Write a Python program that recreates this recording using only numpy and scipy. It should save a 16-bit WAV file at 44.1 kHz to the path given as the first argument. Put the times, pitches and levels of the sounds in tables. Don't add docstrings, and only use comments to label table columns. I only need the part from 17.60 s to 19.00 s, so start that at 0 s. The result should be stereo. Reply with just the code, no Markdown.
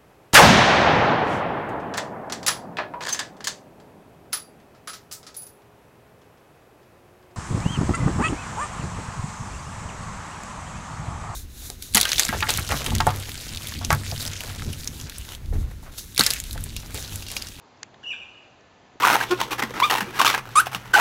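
import sys
import numpy as np
from scipy import signal
from scipy.io import wavfile
from scipy.ndimage import uniform_filter1d

SR = 44100
rng = np.random.default_rng(int(sys.argv[2]) if len(sys.argv) > 2 else 0)


def master(y):
    cut = np.clip(np.atleast_2d(y).T, -1, 1)
    pcm = np.round(cut * 32767)
    wavfile.write(sys.argv[1], SR, pcm.astype(np.int16))


def voltage_ratio(decibels):
    exponent = np.asarray(decibels, float) / 20
    return 10 ** exponent


N = 61739
T = np.arange(N) / SR

# time_s, pitch_hz, level_db
WHISTLE = [
    (0.435, 2799, -47),
    (0.448, 2885, -40),
    (0.456, 2701, -38.5),
    (0.47, 2869, -35.5),
    (0.488, 2966, -35),
    (0.499, 2826, -35),
    (0.51, 2601, -32),
    (.522, 2373, -36),
    (0.529, 2310, -46.5),
]
WHISTLE_PARTIALS = [0.5, -24, -26.5]
# start_s, length_s, start_hz, end_hz, level_db
BREAKS = [
    (0.4296, .010, 1349, 1912, -44.5),
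    (0.5243, 0.021, 1923, 1400, -43.5),
]
BREAK_PARTIALS = [-3.5, -3, -16, -18]
# freq_hz, gain_db
BEAK = [(1200, -5), (2900, 0.3), (3800, -7.5), (4800, -8), (5900, .1), (6600, -29), (7300, 4), (8500, -5)]
# delay_s, level_db, pan_left_over_right_db
MIRRORS = [
    (.0062, -11, -0.5),
    (0.0129, -6.5, -8.5),
    (0.0211, -7.5, 12.5),
    (0.0277, -6, -3),
]
# delay_s, level_re_wash_db, smear_s
ECHOES = [
    (.047, -15.5, .006),
    (.11, -11.5, 0.021),
    (.3, -31, .05),
]
# start_s, level_db, pan_left_over_right_db, ring_hz, t60_s
TICKS = [
    (0.2303, -25.5, 2.5, 3370, .005),
    (0.2289, -39.5, 3, 895, 0.0089),
    (0.2309, -10, -10, 6510, 0.0021),
    (.2309, -15.5, -14.5, 4910, 0.0045),
    (.2317, -24.5, -6, 3600, 0.0056),
    (.2313, -25, 1.5, 1820, 0.0053),
    (.2322, -26.5, -10.5, 2625, 0.0054),
    (.2330, -28.5, -8, 5900, 0.0054),
    (.2338, -41, -5, 2250, 0.012),
]
# start_s, level_db, pan_left_over_right_db, ring_hz, t60_s
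FAINT_TICKS = [
    (0.343, -39.5, -15, 3760, 0.0067),
    (0.344, -40, -4, 1800, .008),
    (0.3462, -42, -4, 1050, .010),
    (0.346, -45, -10, 4200, 0.0061),
    (.1750, -53, 5, 5180, 0.0046),
    (1.009, -47, -15, 5660, .006),
]
# start_s, level_db, t60_s, low_hz, high_hz
SCUFFS = [
    (0.2291, -38, 0.014, 1400, 7800),
    (0.235, -50, .09, 1800, 2820),
    (0.3425, -48.5, .025, 1000, 4300),
]
# time_s, level_db
TRAFFIC_SWELL = [
    (0.0, -56),
    (0.622, -54),
    (0.864, -56),
    (1.4, -57),
]
# freq_hz, density_db
TRAFFIC = [(15, -51.5), (25, -22.5), (115, -1.5), (172, -10), (204, -5.5), (344, -5.5), (495, -7.5),
           (918, -5), (2500, -30), (3250, -53), (5500, -120)]
# freq_hz, density_db
HISS = [(880, -31), (1500, 0.5), (1670, 7), (1800, -1.5), (2310, -8), (7220, -18), (8200, -27),
        (10700, -66), (18000, -120)]
# freq_hz, level_db, start_s
TONES = [
    (1750, -69, 0.97),
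    (1250, -70.5, .001),
]
# freq_hz, correlation
LIKENESS = [(60, 0.92), (160, 0.9), (420, 0.9), (1120, 0.78), (2980, 0.19), (7900, 0.069)]


def rms_one(x):
    return x / np.sqrt(np.mean(x ** 2) + 1e-20)


def at_hz(points, hz):
    points = np.array(points)
    return np.interp(np.log(hz), np.log(points[:, 0]), points[:, 1])


def drift(rate_hz):
    pole = np.exp(-2 * np.pi * rate_hz / SR)
    white = rng.standard_normal(N + SR)
    return rms_one(signal.lfilter([1], [1, -2 * pole, pole * pole], white)[SR:])


def voice(pitch_hz, levels_db, rough):
    waver = 1 + rough * 0.006 * drift(162)
    phase = 2 * np.pi * np.cumsum(pitch_hz * waver) / SR
    out = 0
    for k, level_db in enumerate(levels_db, start=1):
        flutter_db = np.sqrt(rough) * 2.5 * drift(99)
        gain = voltage_ratio(level_db + at_hz(BEAK, k * pitch_hz) + flutter_db)
        out = out + gain * np.sin(k * phase)
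    return np.sqrt(2) * out


def call():
    time_s, pitch_hz, level_db = np.transpose(WHISTLE)
    gate = np.clip(np.minimum(T - time_s[0], time_s[-1] - T) / 0.003, 0, 1)
    pitch = uniform_filter1d(np.interp(T, time_s, pitch_hz), size=300)
    out = gate * voltage_ratio(np.interp(T, time_s, level_db)) * voice(pitch, WHISTLE_PARTIALS, rough=0.99)
    for start_s, length_s, start_hz, end_hz, break_db in BREAKS:
        part = np.clip((T - start_s) / length_s, 0, 1)
        attack = np.minimum(part / 0.12, 1)
        envelope = np.minimum(attack, 3 * (1 - part))
        glide_hz = start_hz + (end_hz - start_hz) * part
        out = out + voltage_ratio(break_db) * envelope * voice(glide_hz, BREAK_PARTIALS, rough=2.2)
    return out


def walls(source):
    rise_s, t60_s, alike = 0.008, 1, 0.78
    shape = (1 - np.exp(-T / rise_s)) * voltage_ratio(-60 * T / t60_s + 0.5 * drift(40))
    shape = shape / np.sqrt(np.sum(shape ** 2))
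    for delay_s, level_db, smear_s in ECHOES:
        bump = np.exp(-((T - delay_s) / smear_s) ** 2)
        shape = shape + voltage_ratio(level_db) * bump / np.sqrt(smear_s * SR)

    highpass = signal.butter(2, 1710, "high", fs=SR, output="sos")
    scattered = signal.sosfilt(highpass, source)
    responses = rng.standard_normal((2, N)) * shape
    mid, side = [rms_one(signal.fftconvolve(r, scattered)[:N]) for r in responses]
    wash = np.sqrt((1 + alike) / 2) * mid + np.sqrt((1 - alike) / 2) * side * [[1], [-1]]

    near = 0
    for delay_s, level_db, pan_db in MIRRORS:
        gain = voltage_ratio(level_db + pan_db * np.array([[0.5], [-0.5]]))
        near = near + gain * np.roll(scattered, int(delay_s * SR))
    return voltage_ratio(1) * source + near + voltage_ratio(-1.5) * np.std(scattered) * wash


def knock(start_s, ring_hz, t60_s):
    age_s = np.clip(T - start_s, 0, None)
    fall = 2 * age_s * np.log(1000) / t60_s
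    return fall * np.exp(1 - fall) * np.sin(2 * np.pi * ring_hz * age_s)


def casing():
    out = 0
    for left_lag_s, ticks in [(0.0001, TICKS), (0, FAINT_TICKS)]:
        for start_s, level_db, pan_db, ring_hz, t60_s in ticks:
            left = voltage_ratio(level_db + pan_db) * knock(start_s + left_lag_s, ring_hz, t60_s)
            right = voltage_ratio(level_db) * knock(start_s, ring_hz, t60_s)
            out = out + np.array([left, right])
    for start_s, level_db, t60_s, low_hz, high_hz in SCUFFS:
        band = signal.butter(3, [low_hz, high_hz], "band", fs=SR, output="sos")
        noise = rms_one(signal.sosfilt(band, rng.standard_normal((2, N))))
        decay_db = -60 * np.clip(T - start_s, 0, None) / t60_s
        out = out + (T > start_s) * voltage_ratio(level_db + decay_db) * noise
    return out


def thump():
    return voltage_ratio(-39) * knock(1.3555, ring_hz=330, t60_s=0.017)


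def banded_noise(spectrum, low_hz, patchy_db):
    white = rng.standard_normal((2, 2, N + SR // 4))
    edges_hz = 22 * 2 ** np.arange(0, 8.8, 1 / 3)
    out = 0
    for k, (low, high) in enumerate(zip(edges_hz, edges_hz[1:])):
        band = signal.butter(2, [low, high], "band", fs=SR, output="sos")
        mid, side = signal.sosfilt(band, white[k % 2])[:, -N:]
        hz = np.sqrt(low * high)
        alike = at_hz(LIKENESS, hz)
        low_cut = np.sqrt(1 + (low_hz / hz) ** 8)
        gain = voltage_ratio(at_hz(spectrum, hz) + patchy_db * drift(6.9)) / low_cut
        stereo = np.sqrt(1 + alike) * mid + np.sqrt(1 - alike) * side * [[1], [-1]]
        out = out + gain * (hz < 1.15 * spectrum[-1][0]) * stereo
    return rms_one(out)


def town():
    time_s, level_db = np.transpose(TRAFFIC_SWELL)
    traffic = voltage_ratio(np.interp(T, time_s, level_db) + 1) * banded_noise(TRAFFIC, 20, patchy_db=1.1)
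    hiss = voltage_ratio(-59.5) * banded_noise(HISS, 2220, patchy_db=0.98)
    tones = 0
    for hz, tone_db, start_s in TONES:
        fade_in = np.clip((T - start_s) / 0.028, 0, 1)
        tones = tones + voltage_ratio(tone_db + 1.3 * drift(8.1)) * fade_in * np.sin(2 * np.pi * hz * T)
    return traffic + hiss + tones


def scene():
    return walls(call()) + casing() + thump() + town()


def low_pass(x):
    return signal.sosfilt(signal.butter(12, 8500, fs=SR, output="sos"), x)


def record(dry):
    rate_hz, fold_db = 16000, -3.5
    notch_hz, notch_width_hz = 5440, 320
    folded = dry * (1 + 2 * voltage_ratio(fold_db) * np.cos(2 * np.pi * rate_hz * T))
    notched = signal.lfilter(*signal.iirnotch(notch_hz, notch_hz / notch_width_hz, SR), folded)
    top_cut = signal.cheby2(N=16, rs=90, Wn=8956, fs=SR, output="sos")
    mix = signal.sosfilt(top_cut, notched)
    return low_pass(mix)


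dry = scene()
out = record(dry)
master(out)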